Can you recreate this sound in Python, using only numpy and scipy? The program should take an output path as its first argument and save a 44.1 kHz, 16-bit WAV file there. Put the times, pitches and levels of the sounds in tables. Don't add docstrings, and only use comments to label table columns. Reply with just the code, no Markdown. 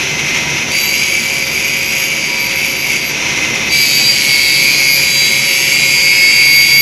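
import sys
import numpy as np
from scipy.fft import rfft, irfft, next_fast_len
from scipy.io import wavfile
from scipy.ndimage import uniform_filter1d, minimum_filter1d, map_coordinates

SR = 44100
rng = np.random.default_rng(int(sys.argv[2]) if len(sys.argv) > 2 else 0)


def master(y):
    cut = np.clip(np.atleast_2d(y).T, -1, 1)
    pcm = np.round(cut * 32767)
    wavfile.write(sys.argv[1], SR, pcm.astype(np.int16))


N = 300321

# pitch_hz, nominal_width_hz, skim_db, bite_db
STEEL_MODES = [(1650, 990, -51, -53), (2253, 126, -17.5, -24.5), (2476, 590, -26.5, -29),
               (2840, 630, -33, -32.5), (3370, 230, -51, -33.5), (4550, 1000, -50, -35.5),
               (4950, 340, -44, -30.5), (5700, 1240, -38.5, -38.5), (6495, 170, -30, -26),
               (6950, 200, -34.5, -32), (7640, 280, -40.5, -32.5), (8960, 2500, -65, -54),
               (9740, 340, -37, -36.5), (10150, 1700, -77, -52.5), (10970, 550, -42, -36),
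               (11460, 400, -45, -38), (13270, 500, -47, -42.5), (15200, 1500, -57, -51.5)]
def grinding(turns, speed_hz, worn_s, skim_db=8.0, cut_db=7.5, uneven_db=2.3):
    touch, bite, scrape_gain, squeal_gain = contact()
    force = rim_force(turns, repeat_share=0.38 + 0.24 * bite)
    skips = force * skipping(rate_hz=55, depth_db=2.5, scatter_db=1.1)
    skim_modes = [(hz, width, db) for hz, width, db, _ in STEEL_MODES]
    bite_modes = [(hz, width, db) for hz, width, _, db in STEEL_MODES]
    skim = ring(skips, skim_modes) * undb(skim_db + uneven_db * walk(10.2))
    cut = ring(force, bite_modes) * undb(cut_db)
    scrape = np.sqrt(1 - bite) * skim + np.sqrt(bite) * cut + rasping(bite, worn_s)
    knocks = landing_knocks(bite_modes)
    squeal = squealing(turns, speed_hz, bite, worn_s)
    return scrape_gain * scrape + squeal_gain * squeal + knocks + valve_ring(touch, skips)


# start_s, end_s, bite_0_to_1, scrape_gain_db, squeal_gain_db, accent_db
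PASSES = [(.695, 3.21, 0.03, -29.5, -13, 6.5), (3.686, 7.0, 0.99, -23.5, -.3, 0.1)]
def contact(attack_s=0.061, release_s=0.14, scrape_ease_s=0.83, squeal_ease_s=0.27):
    t = np.arange(N) / SR
    touch = bite = scrape_gain = squeal_gain = 0
    for start_s, end_s, depth, scrape_db, squeal_db, accent_db in PASSES:
        gate = np.clip((t - start_s) / attack_s, 0, 1) * np.clip((end_s - t) / release_s, 0, 1)
        age_s = np.maximum(t - start_s, 0)
        touch += gate
        bite += gate * depth
        scrape_gain += gate * undb(scrape_db + accent_db * np.exp(-age_s / scrape_ease_s))
        squeal_gain += gate * undb(squeal_db + accent_db * np.exp(-age_s / squeal_ease_s))
    return touch, np.clip(bite, 0, 1), scrape_gain, squeal_gain


def rim_force(turns, repeat_share, wear_rate_hz=3.04, high_spot_db=2.5):
    rim = rng.standard_normal((64, 256))
    stage = np.arange(N) / SR * wear_rate_hz
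    place = turns % 1 * rim.shape[1]
    pattern = unit(map_coordinates(rim, [stage, place], order=3, mode="grid-wrap"))
    force = np.sqrt(repeat_share) * pattern + np.sqrt(1 - repeat_share) * rng.standard_normal(N)
    return force * undb(high_spot_db * np.cos(2 * np.pi * turns))


def skipping(rate_hz, depth_db, scatter_db):
    bounces = np.cumsum(rate_hz * (1 + 0.353 * walk(40))) / SR
    return undb(depth_db * np.cos(2 * np.pi * bounces) + scatter_db * walk(150))


# pitch_hz, nominal_width_hz, gain_db, wear_db_per_s
SQUEAL_MODES = [(1660, 260, -39, -1), (2050, 50, -33, 1), (2184, 29, -24.5, 6.3), (2294, 42, -8.5, -13),
                (2324, 40, -28, 4.6), (2455, 50, -23, 0), (2590, 50, -30, 2), (2738, 30, -31, 2.2),
                (3831, 22, -24, -1.3), (3922, 18, -20, -.9), (4090, 100, -25, -4), (4235, 25, -28, -1),
                (4398, 60, -24, -3.5), (4510, 30, -26, 0), (4565, 55, -18.5, -1), (4658, 55, -13, -.2),
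                (4743, 40, -14, -1.8), (4916, 26, -21, .3), (5040, 70, -27, -1)]
def squealing(turns, speed_hz, bite, worn_s, jitter_rad=0.13, flutter_below_hz=3000):
    grid_hz = np.arange(1000., 6000.)
    fresh = mode_gain(grid_hz, [(hz, width, db) for hz, width, db, _ in SQUEAL_MODES])
    worn = mode_gain(grid_hz, [(hz, width, db + wear) for hz, width, db, wear in SQUEAL_MODES])
    growth = worn / fresh
    waver_db = 3.5 * (1 - bite) + 3.7 * bite
    flutter = skipping(rate_hz=48, depth_db=1.0, scatter_db=1.1)
    low = high = 0
    for harmonic in range(11, 38):
        pitch_hz = harmonic * speed_hz
        gain = np.interp(pitch_hz, grid_hz, fresh) * np.interp(pitch_hz, grid_hz, growth) ** worn_s
        gain *= undb(waver_db * walk(12))
        tone = gain * sine(harmonic * turns + rng.random(), jitter_rad * walk(45))
        if pitch_hz[0] < flutter_below_hz:
            low += tone
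        else:
            high += tone
    return low * flutter * undb(-1.5) + high * undb(-1.16)


# pitch_hz, nominal_width_hz, skim_db, bite_db, wear_db_per_s
RASP_BANDS = [(2293, 146, 0.5, -0.5, 3), (3110, 470, -16, -9, 0.5), (4050, 830, -28, 0.5, -5.5),
              (4715, 190, -2, -0.5, -2.5)]
def rasping(bite, worn_s):
    grit = rng.standard_normal(N) * skipping(rate_hz=50.3, depth_db=3.0, scatter_db=1.8)
    rasp = 0
    for hz, width, skim_db, bite_db, wear_db_per_s in RASP_BANDS:
        gain_db = skim_db * (1 - bite) + bite_db * bite + wear_db_per_s * worn_s
        rasp += ring(grit, [(hz, width, 0)]) * undb(gain_db)
    return rasp


# start_s, level_db
BOUNCES = [(0.72, -13), (0.731, -19), (0.74, -21)]
def landing_knocks(modes, decay_s=0.0031):
    t = np.arange(N) / SR
    envelope = sum(undb(db) * (t >= start_s) * np.exp(-abs(t - start_s) / decay_s)
                   for start_s, db in BOUNCES)
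    return envelope * ring(rng.standard_normal(N), modes)


# peak_s, half_length_s, level_db
RING_FLARES = [(.85, .04, -22.5), (3.847, .11, -24), (4.95, .04, -18.5), (6.567, 0.082, -20.5),
               (6.79, 0.084, -16.5)]
def valve_ring(touch, skips, pitch_hz=12495, free_db=-51, touched_db=-34.5, waver_db=3.5):
    t = np.arange(N) / SR
    rubbed = undb(free_db + touch * (touched_db - free_db + waver_db * walk(24)))
    flares = sum(undb(db) * np.exp(-((t - peak_s) / half_s) ** 2) for peak_s, half_s, db in RING_FLARES)
    tone = sine(pitch_hz * t, 0.89 * walk(20)) * undb(2.9 * walk(30))
    sizzle = ring(skips, [(pitch_hz, 110, 0)]) * undb(-8.5)
    return (tone + sizzle) * np.hypot(rubbed, flares)


# frequency_hz, gain_db
HOUSING_EQ = [(700, -41), (1300, -15.5), (1850, -10.5), (2150, -1.5), (2480, -1.5), (2900, -8), (3600, -12),
              (4600, -15.5), (5600, -11.5), (6350, -11.5), (7100, -20), (8600, -33.5), (10800, -25),
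              (15000, -39.5)]
# multiple_of_armature_speed, gain_db
WHINE_PARTIALS = [(3, 0.5), (4, 10), (4.92, 6.5), (6, 1), (7, 6.5), (8, 4.5), (10, 6.5), (11, 12.5),
                  (12, 11.5), (13, 2.5), (20, 4)]
def grinder_motor(turns, speed_hz, fan_db, gear_ratio=32 / 9, whine_trim_db=-15.5):
    whine = 0
    for multiple, db in WHINE_PARTIALS:
        cycles_per_turn = multiple * gear_ratio
        housing_db = np.interp(cycles_per_turn * speed_hz, *np.transpose(HOUSING_EQ))
        gain = undb(db + housing_db + whine_trim_db + 1.8 * walk(11))
        whine += gain * sine(cycles_per_turn * turns, 1.06 * walk(15))
    air = noise(HOUSING_EQ) * undb(1.3 * walk(40))
    return (whine + air) * undb(fan_db)


# pitch_hz, level_db, waver_db
HUM_TONES = [(132.5, -45, -0.5), (221, -47, 2), (383.5, -41.5, 2), (959, -45, -0.5), (967, -44.5, 5)]
# frequency_hz, gain_db
RUMBLE_EQ = [(20, -14), (50, -23), (80, -2.5), (108, -11), (140, 2.5), (190, -5), (222, 0), (255, -5.5),
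             (320, -2), (430, -7), (600, -10), (950, -9.5), (1400, -18), (3000, -56)]
def lathe(rumble_db):
    t = np.arange(N) / SR
    hum = sum(undb(db + waver_db * walk(4.6)) * sine(hz * t, 0.93 * walk(7))
              for hz, db, waver_db in HUM_TONES)
    return hum + singing_gear() + noise(RUMBLE_EQ) * undb(rumble_db + 0.57 * walk(14))


def singing_gear(pitch_hz=541, swing_hz=5, cycle_s=3.65, throb_hz=5.68, level_db=-38.5):
    t = np.arange(N) / SR
    drift = np.cos(2 * np.pi * (t - 1.65) / cycle_s)
    throb = np.cos(2 * np.pi * throb_hz * (t - 2.7))
    cycles = np.cumsum(pitch_hz + swing_hz * drift) / SR
    return sine(cycles, 0.67 * walk(8)) * undb(level_db + 2 * drift + 3 * throb + 0.71 * walk(5))


def undb(db):
    return 10 ** (np.asarray(db) / 20)


def unit(x):
    return x / np.sqrt(np.mean(x ** 2))


def sine(cycles, wobble_rad=0):
    return np.sqrt(2) * np.sin(2 * np.pi * cycles + wobble_rad)


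def walk(rate_hz):
    knots = rng.standard_normal(4096)
    place = np.arange(N) / SR * rate_hz
    k = place.astype(int)
    ease = (1 - np.cos(np.pi * (place - k))) / 2
    return knots.take(k, mode="wrap") * (1 - ease) + knots.take(k + 1, mode="wrap") * ease


def filtered(x, response):
    size = next_fast_len(N)
    hz = np.arange(size // 2 + 1) * SR / size + 1
    return irfft(rfft(x, size) * response(hz), size)[:N]


def noise(eq):
    hz, db = np.transpose(eq)
    return unit(filtered(rng.standard_normal(N), lambda f: undb(np.interp(np.log(f), np.log(hz), db))))


def mode_gain(f, modes):
    power = 0
    for hz, width, db in modes:
        detuning = (f / hz - hz / f) * hz / (1.49 * width)
        power += (undb(db) / abs(1 + 1j * detuning) ** 3) ** 2
    return np.sqrt(power)


def ring(x, modes):
    return unit(filtered(x, lambda f: mode_gain(f, modes)))


# time_s, speed_hz
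SPINDLE_SPEED = [(0, 145.8), (0.7, 145.84), (0.95, 144.7), (1.4, 144.3), (2.5, 144.69), (2.95, 144.67),
                 (3.72, 145.44), (3.95, 141.4), (4.16, 138.54), (4.3, 137.52), (4.5, 136.81), (4.9, 135.89),
                 (5.3, 135.09), (5.66, 134.66), (6.25, 136.74), (6.5, 137.25), (6.8, 137.3)]
def scene():
    speed_hz = np.interp(np.arange(N) / SR, *np.transpose(SPINDLE_SPEED))
    turns = np.cumsum(speed_hz) / SR
    touch, bite, _, _ = contact()
    worn_s = np.cumsum(bite) / SR
    sink_db = 0.47 * worn_s
    fan_db = -17 - 4 * touch - sink_db
    rumble_db = -25 - 3.5 * touch - sink_db
    shake = sine(turns) * undb(-37) * bite
    machines = lathe(rumble_db) + shake + grinder_motor(turns, speed_hz, fan_db)
    return (machines + grinding(turns, speed_hz, worn_s))[None]


def record(dry, ceiling=0.98, top_hz=15500):
    allowed = np.minimum(1, ceiling / (abs(dry[0]) + 1e-9))
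    gain = uniform_filter1d(minimum_filter1d(allowed, size=21), size=21)
    return filtered(dry[0] * gain, lambda f: 1 / (1 + (f / top_hz) ** 300))[None]


dry = scene()
out = record(dry)
master(out)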